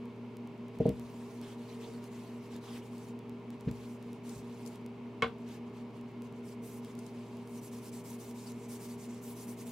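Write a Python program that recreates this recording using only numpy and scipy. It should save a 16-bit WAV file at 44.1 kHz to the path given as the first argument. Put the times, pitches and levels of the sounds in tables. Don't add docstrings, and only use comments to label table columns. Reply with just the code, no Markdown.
import sys
import numpy as np
from scipy import signal
from scipy.fft import rfft, irfft
from scipy.io import wavfile
from scipy.ndimage import uniform_filter1d

SR = 44100
rng = np.random.default_rng(int(sys.argv[2]) if len(sys.argv) > 2 else 0)


def volts_from_decibels(level):
    exponent = np.asarray(level, float) / 20
    return 10 ** exponent


def int16_out(signal):
    q = np.round(np.clip(np.atleast_2d(signal).T, -1, 1) * 32767)
    wavfile.write(sys.argv[1], SR, q.astype(np.int16))


N = 428211


def evened(x):
    return x / np.sqrt(np.mean(x ** 2) + 1e-20)


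def read(points, hz):
    f, value = np.transpose(points)
    return np.interp(np.log(hz + 1), np.log(f + 1), value)


def add(mix, s, sound):
    part = mix[:, round(s * SR):][:, :sound.shape[-1]]
    part += sound[..., :part.shape[1]]


def panned(left_right_db):
    return volts_from_decibels(np.array([[left_right_db / 2], [-left_right_db / 2]]))


def port_pair(first, second, same, lag, hz):
    same = np.clip(read(same, hz), 0, 1)[:, None]
    late = np.exp(-2j * np.pi * hz * lag / SR)[:, None]
    right = same * first + np.sqrt(1 - same ** 2) * second
    return np.array([late * first, right])


def patches(shape, bins, frames):
    field = rng.standard_normal(shape[::-1]).T
    over_frequency = uniform_filter1d(field, bins, 0)
    return evened(uniform_filter1d(over_frequency, frames, 1))


def tones(turns, orders):
    total = 0
    for k, (multiple, db) in enumerate(orders):
        peak = np.sqrt(2) * volts_from_decibels(db)
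        total = total + (-1) ** k * peak * np.cos(2 * np.pi * multiple * turns)
    return total


def hum():
    # multiple, level_db (rms)
    shaft_orders = [(1, -54.5), (2, -56.5), (3, -67), (4, -65.5)]
    mains_orders = [(1, -48), (2, -71)]
    fan_orders = [(1, -65), (2, -55), (3, -68), (4, -78)]
    # time_s, rate_hz
    fan_rate = [(0, 199.8), (1.9, 199.85), (2.6, 200.1), (4.2, 200.09), (5, 199.88), (9.71, 199.79)]
    t = np.arange(N) / SR
    shaft = 117.385 * (t - .00475)
    mains = 239.96 * (t - .00367)
    fan = np.cumsum(np.interp(t, *np.transpose(fan_rate))) / SR + .28
    slip = 1 - .18 * np.cos(2 * np.pi * (mains - 2 * shaft))
    return tones(shaft, shaft_orders) + slip * tones(mains, mains_orders) + tones(fan, fan_orders)


def air():
    # frequency_hz, density_db
    wash = [(30, -23), (95, -11), (130, -1), (250, 1), (470, -4), (530, -11), (1050, -10), (1300, -20),
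            (1900, -23), (2300, -19), (3500, -27), (6000, -37), (10000, -45), (16000, -47)]
    # frequency_hz, width_hz, gain_db
    resonances = [(219, 10, 8), (295, 10, -5), (310, 6, 7), (328, 24, -6), (432, 8, 4), (456, 7, 13),
                  (665, 18, 6), (740, 50, -4), (812, 30, 2.5), (950, 35, 5), (1405, 25, 5), (1950, 50, -5),
                  (2005, 50, 4), (2190, 70, 2), (2650, 300, 1.5)]
    # frequency_hz, likeness (0-1)
    wash_likeness = [(40, 0.15), (110, 0.87), (380, 0.96), (700, 0.8), (1300, 0.87), (2400, 0.56),
                     (4400, 0.7), (15000, 0.11)]
    hz = np.fft.rfftfreq(8192, 1 / SR)
    a, b = (signal.stft(rng.standard_normal(N), nperseg=8192, noverlap=6144)[2] for _ in range(2))
    colour_db = read(wash, hz)
    for f, width, db in resonances:
        colour_db = colour_db + db / (1 + (2 * (hz - f) / width) ** 2)
    colour_db += 1.5 * patches((len(hz), 1), 6, 1)[:, 0] * (hz > 1150)
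    z = port_pair(a, b, wash_likeness, 0.52, hz) * volts_from_decibels(colour_db)[:, None]
    wash_sound = signal.istft(z, nperseg=8192, noverlap=6144)[1][:, :N]
    return volts_from_decibels(-51) * evened(wash_sound)


def friction(control, grit_db, patchy_db):
    # frequency_hz, likeness (0-1)
    rub_likeness = [(2000, .85), (4000, .65), (8000, .58), (15000, .5)]
    slips = rng.standard_normal((2, N)) * volts_from_decibels(grit_db * np.minimum(rng.exponential(1, N), 6))
    hz, t, z = signal.stft(evened(slips), SR, nperseg=256, noverlap=192)
    db, scrape_db, hiss_db = control(t)
    level_db = db - 10 * np.log10(3500 / (SR / 2))
    low = np.clip(np.log2(7000 / (hz + 1)) / 1.18, 0, 1)[:, None]
    high = np.clip(np.log2((hz + 1) / 7000) / 0.85, 0, 1)[:, None]
    skirt_db = read([(300, 2), (1500, -2.5), (3000, -1.5), (12000, 1.5), (16000, -1)], hz)[:, None]
    field_db = level_db + low * (scrape_db + 2.5) + high * (hiss_db - 4.0) + skirt_db
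    field_db += patchy_db * patches(z[0].shape, 5, 18)
    field_db += 1.9 * patches(z[0].shape, 2, 8)
    z = port_pair(*z, rub_likeness, 1.05, hz) * volts_from_decibels(field_db + 1.0)
    return signal.istft(z, nperseg=256, noverlap=192)[1][:, :N]


def strokes(t, rows, rise_s, fall_s):
    linger_s = 0.0058
    start, length, db, lean_db, colour_db = np.transpose(rows)[..., None]
    since = t - start + linger_s
    length = length + 2 * linger_s
    speed = np.clip(np.minimum(since / rise_s, (length - since) / fall_s), 0, 1)
    pressure_db = lean_db * np.clip(since / length - .5, -.5, .5)
    power = (speed * volts_from_decibels(db + pressure_db)) ** 2 + 1e-14
    total = power.sum(0)
    return 10 * np.log10(total), (power * colour_db).sum(0) / total


def sliding(t):
    # start_s, length_s, level_db (5.5-9 kHz), pressure_gain_db, scrape_db (relative)
    drags = [(.73, 0.057, -74.5, 0, 9), (0.78, 0.16, -78.5, 8, 17), (0.888, 0.53, -73, 3, 1.5),
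             (1.391, 0.17, -69, 5, 5), (1.547, 0.24, -72.5, 8, 4.5), (1.778, 0.25, -71, -8, 5.5),
             (2.003, 0.1, -69.5, 0, 3), (2.096, 0.33, -72.5, -10, 3.5), (2.4, 0.1, -72, 3, 4),
             (2.487, 0.11, -69, 4, 6.5), (2.605, 0.21, -66, 6, 4.5), (2.81, 0.096, -70, -2, -3),
             (2.89, 0.24, -70.5, 1, -3.5)]
    # start_s, length_s, level_db (5.5-9 kHz), pressure_gain_db, scrape_db
    grips = [(3.5, .08, -80, -6, 9), (3.595, .035, -69, 0, 2), (3.62, .27, -74, 12, 4),
             (3.86, .13, -73, -10, -3), (3.98, .22, -79, 2, 4), (4.235, .19, -63, -2, -5),
             (4.4, .27, -73, 7, 2), (4.65, .05, -60, 0, -6), (4.68, .11, -70, -3, 0),
             (4.78, .07, -82, -8, 3), (5.37, .09, -79, 0, 0), (5.45, .14, -68, 4, 4),
             (5.65, .05, -77, 0, 3), (5.73, .12, -76, -10, 6), (5.93, .09, -76, -3, 3),
             (6.05, .08, -81, 0, 6), (6.215, .08, -73, -4, 0), (6.33, .09, -77, 0, 0),
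             (6.43, .13, -66, 0, -7), (6.81, .14, -69, 0, -1), (6.945, .19, -71, -1, -4),
             (7.11, .36, -75, -1, 4)]
    db, scrape_db = strokes(t, drags + grips, rise_s=0.044, fall_s=0.045)
    hiss_db = np.where(t < grips[0][0], -3, -4.5)
    return db, scrape_db, hiss_db


def table():
    # start_s, level_db, contact_ms
    thuds = [(.802, -19, 1.77), (.855, -19, 1.35), (0.88, -19.5, 2.46), (0.8951, -28.5, 1.8),
             (0.91, -37, 2.1), (2.552, -42, 1.9), (3.672, -19, 3.6), (3.691, -53, 2.3), (3.707, -28, 3.94),
             (4.36, -30, 7.6), (5.226, -30, 2.7), (5.231, -21, 11.6)]
    # frequency_hz, level_db, t60_s, left_right_db
    table_modes = [(71.8, -12.5, 0.16, 2), (160, -6, 0.086, -4.5), (193, 2, 0.057, 1.5),
                   (243, -2, 0.079, -1), (324, -7, 0.085, 4), (419, -5.5, 0.07, -5), (454.6, 3.5, 0.085, 2),
                   (621, 0.5, 0.058, -6), (770, -16, 0.1, 10)]
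    pushes, t = np.zeros((2, N)), np.arange(SR // 2) / SR
    for s, db, ms in thuds:
        push = signal.windows.hann(round(ms * SR / 1000))
        add(pushes, s, volts_from_decibels(db) * push / push.sum())
    ring = np.zeros((2, len(t)))
    for hz, db, t60, pan in table_modes:
        ring -= panned(pan) * volts_from_decibels(db - 60 * t / t60) * np.cos(2 * np.pi * hz * t)
    ring *= 1 - np.exp(-t / .0011)
    no_deep_bass = signal.butter(3, 54, "highpass", fs=SR, output="sos")
    return signal.sosfiltfilt(no_deep_bass, signal.oaconvolve(pushes, ring, axes=1)[:, :N])


def room(x):
    # frequency_hz, t60_s
    decay_times = [(100, 0.71), (500, .28), (2000, 0.14), (8000, 0.31)]
    taps = np.zeros((2, SR // 2))
    starts = np.arange(200, SR // 2 - 20, 20)
    at = starts + rng.integers(0, 20, (2, len(starts)))
    np.put_along_axis(taps, at, rng.choice([-1., 1.], at.shape), 1)
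    taps[1] = 0.44 * taps[0] + 0.39 * taps[1]
    hz, t, z = signal.stft(taps, SR, nperseg=256)
    decay = volts_from_decibels(-60 * t / read(decay_times, hz)[:, None])
    tail = signal.istft(z * decay, SR, nperseg=256)[1]
    return signal.oaconvolve(x, tail / np.linalg.norm(tail[0]), axes=1)[:, :N]


def ticks():
    # start_s, level_db (peak), left_right_db
    snaps = [
        (0.8076, -56, 1.5),
        (0.8649, -50, 3.0),
        (4.2934, -44, 1.0),
        (4.6617, -44, 9),
        (4.6744, -46, 13),
        (6.99, -45, -2),
        (7.0646, -47.5, 3),
        (8.4701, -49, 7),
        (8.7174, -47, -0.5),
    ]
    out, t = np.zeros((2, N)), np.arange(1500) / SR
    band = signal.butter(2, [4000, 11000], "bandpass", fs=SR, output="sos")
    for s, db, pan in snaps:
        snap = signal.sosfilt(band, rng.standard_normal((2, len(t)))) * volts_from_decibels(db - 60 * t / 0.025)
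        add(out, s, snap * panned(pan))
    return out


def squeaks():
    # start_s, length_s, frequency_hz,
    # width_hz, level_db
    catches = [(1.452, 0.12, 3200, 400, -64), (1.44, .07, 9500, 250, -72), (1.679, .04, 4100, 300, -61),
               (1.81, .06, 3500, 440, -62), (1.823, .04, 4170, 300, -65), (1.6, 1.2, 9500, 260, -80),
               (1.925, 0.042, 4400, 520, -64), (2.04, .04, 4200, 400, -70), (2.242, .06, 4400, 400, -69),
               (2.8, .05, 3000, 400, -65), (2.653, 0.084, 3400, 500, -60), (7.562, .05, 5900, 500, -65),
               (7.63, 0.057, 11000, 700, -59), (8.457, 0.041, 4800, 670, -57), (8.686, .05, 9200, 900, -63),
               (8.715, .04, 11400, 600, -64), (9.25, .1, 10000, 800, -64), (9.377, 0.1, 10000, 700, -62),
               (9.48, .06, 10300, 800, -73), (1.6, 0.48, 457, 35, -52), (2.615, 0.14, 1000, 470, -58),
               (3.671, 0.036, 2200, 2300, -55), (3.669, 0.031, 480, 160, -47),
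               (2.72, 0.079, 2700, 420, -61)]
    out = np.zeros((2, N))
    for s, length, hz, width, db in catches:
        draw = rng.standard_normal(24000) + 0.5 * rng.standard_normal((2, 24000))
        band = signal.butter(2, [hz - width / 2, hz + width / 2], "bandpass", fs=SR, output="sos")
        whistle = evened(signal.sosfilt(band, draw))[:, :round(length * SR)]
        add(out, s, volts_from_decibels(db) * whistle * signal.windows.hann(whistle.shape[1]))
    return out


def sponging(t):
    # start_s, length_s, level_db (5.5-9 kHz), pressure_gain_db, wet_hiss_db (relative)
    rubs = [(3.72, .26, -77.5, 0, 1), (6.621, .19, -65.5, -4, 2.5), (7.446, .16, -69, 18, 1),
            (7.61, .1, -63.5, -3, 2), (7.711, 0.11, -63.5, -9, -1.5), (7.806, .1, -61.5, 10, 0.5),
            (7.916, .118, -61.5, -9, -2), (8.036, 0.14, -61, -2, 1.5), (8.179, 0.16, -62.5, -4, -1),
            (8.338, .2, -62, 3, -3), (8.519, 0.16, -67, 11, -6), (8.679, 0.11, -58.5, 0, -0.5),
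            (8.781, .1, -59, 8, 0), (8.872, .1, -62.5, -7, -2), (8.97, 0.11, -62, 6, -2.5),
            (9.073, 0.14, -65, -2, -7), (9.212, .14, -62, 3, 3.5), (9.348, 0.12, -60.5, 1, 2),
            (9.468, 0.091, -61.5, -12, 3.5), (9.564, 0.085, -59.5, 5, 0), (9.649, .1, -61, -5, 1)]
    db, hiss_db = strokes(t, rubs, rise_s=0.032, fall_s=0.037)
    return db, -7.5, hiss_db


def stick():
    # start_s, level_db
    knocks = [
        (5.222, -27.5),
        (5.2394, -43),
    ]
    # frequency_hz, level_db, t60_s
    stick_modes = [(461.6, -5, 0.17), (607, -22, 0.22), (756, -15, 0.2), (1034, -2, 0.13),
                   (1118, 3.5, 0.084), (1160, -7, .15), (1360, -14, 0.093), (1545, -12, 0.18),
                   (1490, -12, .15), (1890, -15, 0.11), (2150, -6, 0.099), (2200, 5, 0.045),
                   (2620, -5.5, 0.059), (2960, -11, 0.061), (3280, -11, 0.055), (3440, -15, .12),
                   (3970, -12, 0.066), (4760, -22, 0.071)]
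    # frequency_hz, level_db
    clatter = [(250, -28), (500, 6.5), (900, -0.5), (1200, 5.5), (1800, -2), (2300, -3.5), (3400, -4),
               (5000, -22), (12000, -45)]
    out, t = np.zeros((2, N)), np.arange(8192) / SR
    colour = volts_from_decibels(read(clatter, np.fft.rfftfreq(8192, 1 / SR)))
    crack_band = signal.butter(2, [2000, 9000], "bandpass", fs=SR, output="sos")
    sides = (-1) ** np.arange(len(stick_modes))
    for s, blow_db in knocks:
        angles = rng.uniform(-0.65, 1, (len(stick_modes), 2, 1)) * 0.36
        ring = 0
        for (hz, db, t60), angle, side in zip(stick_modes, angles, sides):
            ring = ring + side * volts_from_decibels(db - 60 * t / t60) * np.sin(2 * np.pi * hz * t + angle)
        hiss = rng.standard_normal(8192) + 0.68 * rng.standard_normal((2, 8192))
        buzz = evened(irfft(rfft(hiss) * colour)) * volts_from_decibels(-2.0 - 60 * t / 0.16)
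        crack = volts_from_decibels(-11.5 - 60 * t / 0.019) * signal.sosfilt(crack_band, hiss)
        onset = np.minimum(t / 0.00021, 1)
        add(out, s, volts_from_decibels(blow_db) * (ring + buzz + crack) * onset)
    return out


def scene():
    thuds, knocks = table(), stick() + ticks()
    hits = thuds + knocks + room(volts_from_decibels(-16.0) * thuds + volts_from_decibels(-10) * knocks)
    slide = friction(sliding, grit_db=1.5, patchy_db=2.27)
    sponge = friction(sponging, grit_db=0.5, patchy_db=1.5)
    return hits + slide + sponge + squeaks() + hum() + air()


def band_limit(x):
    return signal.sosfilt(signal.butter(12, 16480, fs=SR, output="sos"), x)


def record(dry):
    buffer, first_gap = 4608, 2487
    kept = np.ones(N)
    kept[first_gap::buffer] = 0
    kept[first_gap - 1::buffer] = 0
    lowpass = signal.firwin(511, 15820, window=("kaiser", 9), fs=SR)
    limited = signal.oaconvolve(dry * kept, lowpass[None], "same")
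    return band_limit(limited)


dry = scene()
out = record(dry)
int16_out(out)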